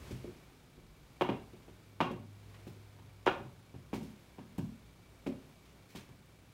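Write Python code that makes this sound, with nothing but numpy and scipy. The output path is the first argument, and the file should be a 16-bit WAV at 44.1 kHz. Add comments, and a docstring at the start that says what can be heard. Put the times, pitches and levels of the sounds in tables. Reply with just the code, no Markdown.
"""A quiet house: a soft hiss settles while an appliance hums and whines, as it does throughout.
From the start, heavy, uneven blows land like footfalls on a wooden floor, at first over a deep rumble.
Their weight rings the joists (the beams under the floor) and their contact rings the boards; harder
contacts knock higher and louder. The room answers, and some blows come with a short scuff.
A low drone swells to its peak just after 2 s and fades from 3 s; the blows go on until about 6 s."""
import sys
import numpy as np
from scipy import signal
from scipy.fft import rfft, irfft, next_fast_len
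from scipy.io import wavfile
from scipy.ndimage import uniform_filter1d, map_coordinates

SR = 44100
rng = np.random.default_rng(int(sys.argv[2]) if len(sys.argv) > 2 else 0)


def materialize(psi):
    """Save the field psi as 16-bit PCM at rate SR to the path in sys.argv[1].

    A 1-D psi becomes a single channel; in a 2-D psi each row is a channel.
    """
    bounded = np.clip(np.atleast_2d(psi).T, -1, 1)
    quanta = np.round(bounded * 32767).astype(np.int16)
    wavfile.write(sys.argv[1], SR, quanta)


N = 287973
TIME = np.arange(N) / SR
AGE = np.arange(SR * 3 // 4) / SR  # seconds since one blow or scuff began


def amp(db):
    """Turn decibels into a gain."""
    return 10 ** (np.asarray(db) / 20)


def unit(x):
    """Scale a sound so its average strength (rms) is 1."""
    return x / np.sqrt(np.mean(x ** 2) + 1e-20)


def along(points, hz):
    """Read between (frequency, value) points, with octaves evenly spaced."""
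    f, v = np.transpose(points)
    return np.interp(np.log(hz + 1), np.log(f + 1), v)


def tint(x, colour):
    """Filter x by a colour: (f/Hz, level/dB) points that say how strong each frequency is."""
    m = next_fast_len(len(x) + 2048)
    return irfft(rfft(x, m) * amp(along(colour, np.fft.rfftfreq(m, 1 / SR))), m)[:len(x)]


def noise(colour, size):
    """Noise of strength 1 with the given colour."""
    return unit(tint(rng.standard_normal(size), colour))


def wobble(rate):
    """A smooth curve through `rate` random values a second."""
    return map_coordinates(rng.standard_normal(int(N * rate / SR) + 4), [TIME * rate])


def tone(hz, waver, sway_db):
    """A plain note whose phase wavers and whose level sways."""
    return np.sqrt(2) * np.sin(2 * np.pi * hz * TIME + waver * wobble(2.9)) * amp(sway_db * wobble(7.7))


def swell(start, end, rise_db_per_s, fall_db_per_s):
    """A gain that rises to 1 at start, holds until end, then falls."""
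    return amp(-rise_db_per_s * np.maximum(start - TIME, 0) - fall_db_per_s * np.maximum(TIME - end, 0))


def add(track, s, sound):
    """Mix a sound into the track at s seconds."""
    part = track[max(round(s * SR), 0):][:len(sound)]
    part += sound[:len(part)]


# The colour of the room's hiss: f/Hz, relative level/dB
HISS_COLOUR = [(15, -19), (25, -11), (36, -31), (59, 6), (80, -16), (96, -1), (184, -8.5), (211, -12),
               (255, -7.5), (324, -13), (392, -12.5), (654, -17.5), (1780, -23.5), (2200, -22.5),
               (15800, -38.5)]

def hiss(settled_db=-60.5, peak_s=0.084, settle_s=0.27):
    """A soft hiss, louder at first, that settles and then wanders a little."""
    rush_db = 9.5 * np.exp(-abs(TIME - peak_s) / settle_s)
    drift_db = wobble(3.2)
    return amp(settled_db + rush_db + drift_db) * noise(HISS_COLOUR, N)


# The peaks of the deep rumble: t/s, level/dB
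RUMBLE_PEAKS = [(0.02, -59), (.88, -61), (1.7, -65)]

def rumble():
    """Very low noise that comes and goes three times, weaker each time."""
    surges = sum(amp(db) * swell(s, s, rise_db_per_s=54, fall_db_per_s=54) for s, db in RUMBLE_PEAKS)
    colour = [(12, -34), (25, -20), (36, 11), (55, 9), (110, -24), (400, -68), (2000, -120)]
    return surges * noise(colour, N)


def drone(db=-55.5):
    """One low note that swells, holds and fades."""
    level = amp(db) * swell(start=2.24, end=3, rise_db_per_s=26, fall_db_per_s=27)
    return level * tone(hz=102, waver=.2, sway_db=.8)


# The notes in the motor's hum: f/Hz, level/dB
HUM_NOTES = [(59, -83), (102.5, -72.5), (150, -71.5), (182, -73), (300, -81.5), (362, -79)]

def appliance(whine_db=-73, turns_per_s=30.05):
    """A motor hums, and its thin whine flutters once a turn."""
    hum = sum(amp(db) * tone(hz, waver=0.56, sway_db=1.5) for hz, db in HUM_NOTES)
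    flutter = .4 + np.exp(-(TIME * turns_per_s % 1) / .22)
    whine = noise([(1500, -11.5), (2100, -47), (2300, 2), (2480, -45), (3500, -13.5), (6000, -25)], N)
    return hum + amp(whine_db) * unit(flutter * whine)


# The colour of rubbing, before each scuff tilts it: f/Hz, relative level/dB
RUB_COLOUR = [(600, -4), (2500, 8), (4500, 2.5), (7000, -1.5), (10000, -7), (15000, -9)]
# The scuffs: t/s, level/dB, t60/s (the time to fade by 60 dB), tilt toward the treble/(dB per octave)
SCUFF_STROKES = [(.105, -54.5, 0.15, 0), (1.21, -54, 0.063, 2), (2.003, -41.5, 0.066, -5),
                 (2.109, -63, .09, 2), (2.538, -60, 0.16, -6.5), (2.668, -62, 0.14, 3.5),
                 (3.2585, -43.5, .07, -4.5), (3.929, -51.5, 0.29, 0.5), (4.019, -62.5, 0.42, 2),
                 (4.578, -53.5, 0.052, 4), (5.263, -52, .08, -1.5), (5.65, -67.5, 0.37, -1),
                 (5.885, -63.5, 0.52, 2), (5.948, -51.5, 0.3, -.5)]

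def scuffs(grain_db=3):
    """Brief gritty rubbing that swells and dies away; longer strokes start more gently."""
    track = np.zeros(N)
    for s, db, t60, tilt_db in SCUFF_STROKES:
        rise_s = 0.0026 + 0.015 * t60
        room_tail = amp(-13 - 60 * AGE / 0.46)
        stroke = (1 - np.exp(-(AGE / rise_s) ** 2)) * (amp(-60 * AGE / t60) + room_tail)
        roughness = unit(uniform_filter1d(rng.standard_normal(len(AGE)), size=40))
        grit = unit(amp(grain_db * roughness))
        colour = [(hz, level + tilt_db * np.log2(hz)) for hz, level in RUB_COLOUR]
        add(track, s, amp(db) * stroke / stroke.max() * grit * noise(colour, len(AGE)))
    return track


# How long the room echoes, from low to high: f/Hz, t60/s
ECHO_TIMES = [(80, 0.55), (230, 0.38), (500, 0.43), (1000, 0.37), (3000, 0.32), (5000, 0.33), (14000, 0.32)]

def room(early_db, tail_db, spread_s=.012, ceiling_s=.011, ceiling_db=-4, count=14):
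    """One path through the room: direct sound, echoes off walls and ceiling, then a blurred tail."""
    hz, t, spectrum = signal.stft(rng.standard_normal(len(AGE)), SR, nperseg=256)
    fade = amp(-60 * t / along(ECHO_TIMES, hz)[:, None])
    tail = signal.istft(spectrum * fade, SR, nperseg=256)[1][:len(AGE)]
    tail *= 1 - np.exp(-AGE / 0.0052)
    delays = (rng.uniform(0.11, 1, count) * spread_s * SR).astype(int)
    walls = np.bincount(delays, rng.choice([-1, 1], count) / np.sqrt(count), len(AGE))
    path = amp(early_db) * walls + amp(tail_db) * tail / np.linalg.norm(tail)
    path[0] += 1  # the direct sound
    path[round(ceiling_s * SR)] += amp(ceiling_db)
    # so many echoes ripple the spectrum finely but favour no broad band
    response = rfft(path, 2 * len(AGE))
    broad_power = uniform_filter1d(np.abs(response) ** 2, size=110)
    return irfft(response / np.sqrt(broad_power + 1e-9))[:len(AGE)]


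def heard(sound, path, span_s=.05):
    """Send a sound along a path and scale it to strength 1 over its first span_s seconds."""
    echoing = signal.fftconvolve(sound, path)[:len(AGE)]
    return echoing / np.sqrt(np.mean(echoing[:int(span_s * SR)] ** 2))


def ring(modes, attack_s, centre_hz, octaves, boost_db=14):
    """Struck wood rings at its own fading notes (modes); the spot hit favours those near centre_hz."""
    hz, db, t60 = np.transpose(modes)[:, :, None]
    nearness = np.exp(-.5 * (np.log2(hz / centre_hz) / octaves) ** 2)
    gain = amp(db + boost_db * nearness + rng.standard_normal(hz.shape))
    notes = gain * amp(-60 * AGE / t60) * np.sin(2 * np.pi * hz * AGE)
    motion = notes.sum(axis=0) * (1 - np.exp(-AGE / attack_s))
    # the wood gives off little sound below its lowest note or above its highest
    band = [.85 * hz.min(), 1.3 * hz.max()]
    return signal.sosfilt(signal.butter(2, band, "band", fs=SR, output="sos"), motion)


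# The deep notes of the joists: f/Hz, relative level/dB, t60/s
JOIST_MODES = [(66.3, 8.5, 0.079), (86, -2, 0.27), (129.2, 1, 0.17), (172.3, 8.5, 0.061),
               (204.8, 1.5, 0.14), (225.1, 2.5, 0.16), (262.3, 1, 0.16)]

def joist_thud(hz):
    """A blow's weight rings the joists, which build up slowly and linger in the room."""
    joists = ring(JOIST_MODES, attack_s=.0049, centre_hz=hz, octaves=.62, boost_db=17.5)
    return heard(joists, room(early_db=-4, tail_db=0), span_s=.09)


# The middle notes of the floorboards: f/Hz, relative level/dB, t60/s
BOARD_MODES = [(270, 3, 0.011), (336, -2.5, 0.057), (363.3, -3, 0.1), (379, 7.5, 0.037), (446, 1.5, 0.04),
               (542, 6, 0.0208)]

def board_ring(hz):
    """The boards answer the contact at once and spend most of their energy in a few swings."""
    boards = ring(BOARD_MODES, attack_s=.001, centre_hz=hz, octaves=.4)
    return heard(boards, room(early_db=1, tail_db=-2))


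# The floor's higher notes: f/Hz, relative level/dB, t60/s
KNOCK_MODES = [(586, 4, 0.046), (700, 8, 0.016), (770, -6, 0.063), (816, -0.5, 0.036), (900, -7, 0.056),
               (940, 7, 0.022), (1064, 4, 0.021), (1159, -5.5, 0.026), (1390, -1.5, 0.017),
               (1427, 0, 0.016), (1640, -9, 0.017)]

def contact_knock(hz):
    """The contact sets off short notes in the wood, higher when it is harder."""
    wood = ring(KNOCK_MODES, attack_s=.0007, centre_hz=hz, octaves=.45, boost_db=16)
    return heard(wood, room(early_db=0, tail_db=-2.5))


# The floor's highest notes: f/Hz, relative level/dB, t60/s
CLICK_MODES = [(1315, -27, 0.033), (1510, 17.5, 0.0086), (2090, -21, 0.02), (2243, 0, 0.025),
               (2420, 3, 0.014), (2717, 0, 0.019), (3110, -10, 0.02), (3260, -1.5, 0.028),
               (3700, -22, 0.0034)]
# A stronger blow clicks higher: board level/dB, favoured f/Hz
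CLICK_PITCH = [(-46, 1700), (-38.5, 2680)]
# The colour of the sharp snap in each click: f/Hz, relative level/dB
SNAP_COLOUR = [(300, -3.5), (1400, 11.5), (1900, -1), (2800, 5.5), (4000, -7), (5000, -14.5), (6000, -18),
               (8000, -29), (15000, -32)]

def bright_click(board_db):
    """A hard contact adds a bright click that reaches the ear mostly by way of the walls."""
    hz = np.interp(board_db, *np.transpose(CLICK_PITCH))
    wood = unit(ring(CLICK_MODES, attack_s=.00067, centre_hz=hz, octaves=.18))
    snap = unit(tint(signal.unit_impulse(len(AGE), SR // 1000), SNAP_COLOUR))
    return heard(wood + amp(3.5) * snap, room(early_db=6, tail_db=4))


# The blows, with the frequency each favours in each part of the floor:
# t/s, thud level/dB, thud f/Hz, board level/dB, board f/Hz, contact f/Hz (higher is harder)
FLOOR_BLOWS = [(0.004, -53.5, 78, -72, 376, 750), (0.107, -45, 125, -50.5, 323, 390),
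               (0.243, -54, 137, -46.5, 370, 436), (0.776, -62, 151, -64.5, 378, 625),
               (1.2100, -44, 175, -33.5, 398, 840), (1.2891, -38.5, 190, -38, 310, 763),
               (1.532, -60, 170, -58, 390, 560), (1.68, -68, 147, -59.5, 378, 700),
               (2.004, -39, 200, -38.5, 514, 1060), (2.1072, -45.5, 160, -46.5, 418, 590),
               (2.667, -52, 145, -54, 367, 580), (2.987, -60, 112, -68.5, 385, 900),
               (3.2655, -48, 125, -31, 340, 862), (3.2761, -68, 130, -52, 463, 1560),
               (3.388, -50, 133, -70, 380, 600), (3.74, -51, 127, -60, 375, 710),
               (3.93, -41, 203, -44, 308, 744), (4.021, -48, 175, -54.5, 330, 490),
               (4.383, -52.5, 214, -58, 288, 825), (4.582, -38, 169, -49.5, 320, 724),
               (5.2632, -39.5, 260, -41, 507, 595), (5.949, -52, 154, -57.5, 297, 750),
               (6.09, -56.5, 122, -67.5, 380, 800)]

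def blows(even_hz=852, knock_db_per_octave=18, click_db=-6.5):
    """Soft blows mostly thud in the joists; hard ones also ring the boards, knock and click."""
    track = np.zeros(N)
    for s, thud_db, thud_hz, board_db, board_hz, contact_hz in FLOOR_BLOWS:
        thud = amp(thud_db) * joist_thud(thud_hz)
        board = amp(board_db) * board_ring(board_hz)
        # a contact at even_hz knocks as loudly as the boards ring; a harder one knocks louder
        knock_db = board_db + knock_db_per_octave * np.log2(contact_hz / even_hz)
        knock = contact_knock(contact_hz) + amp(click_db) * bright_click(board_db)
        add(track, s, thud + board + amp(knock_db) * knock)
    return track


def scene():
    """All the sounds of the house, mixed into one channel."""
    return (blows() + scuffs() + appliance() + hiss() + rumble() + drone())[None]


def record(dry, top_hz=15800):
    """Cut away the very highest treble, above top_hz."""
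    m = next_fast_len(N + SR // 2)
    return irfft(rfft(dry, m) * (np.fft.rfftfreq(m, 1 / SR) < top_hz), m)[..., :N]


dry = scene()
out = record(dry)
materialize(out)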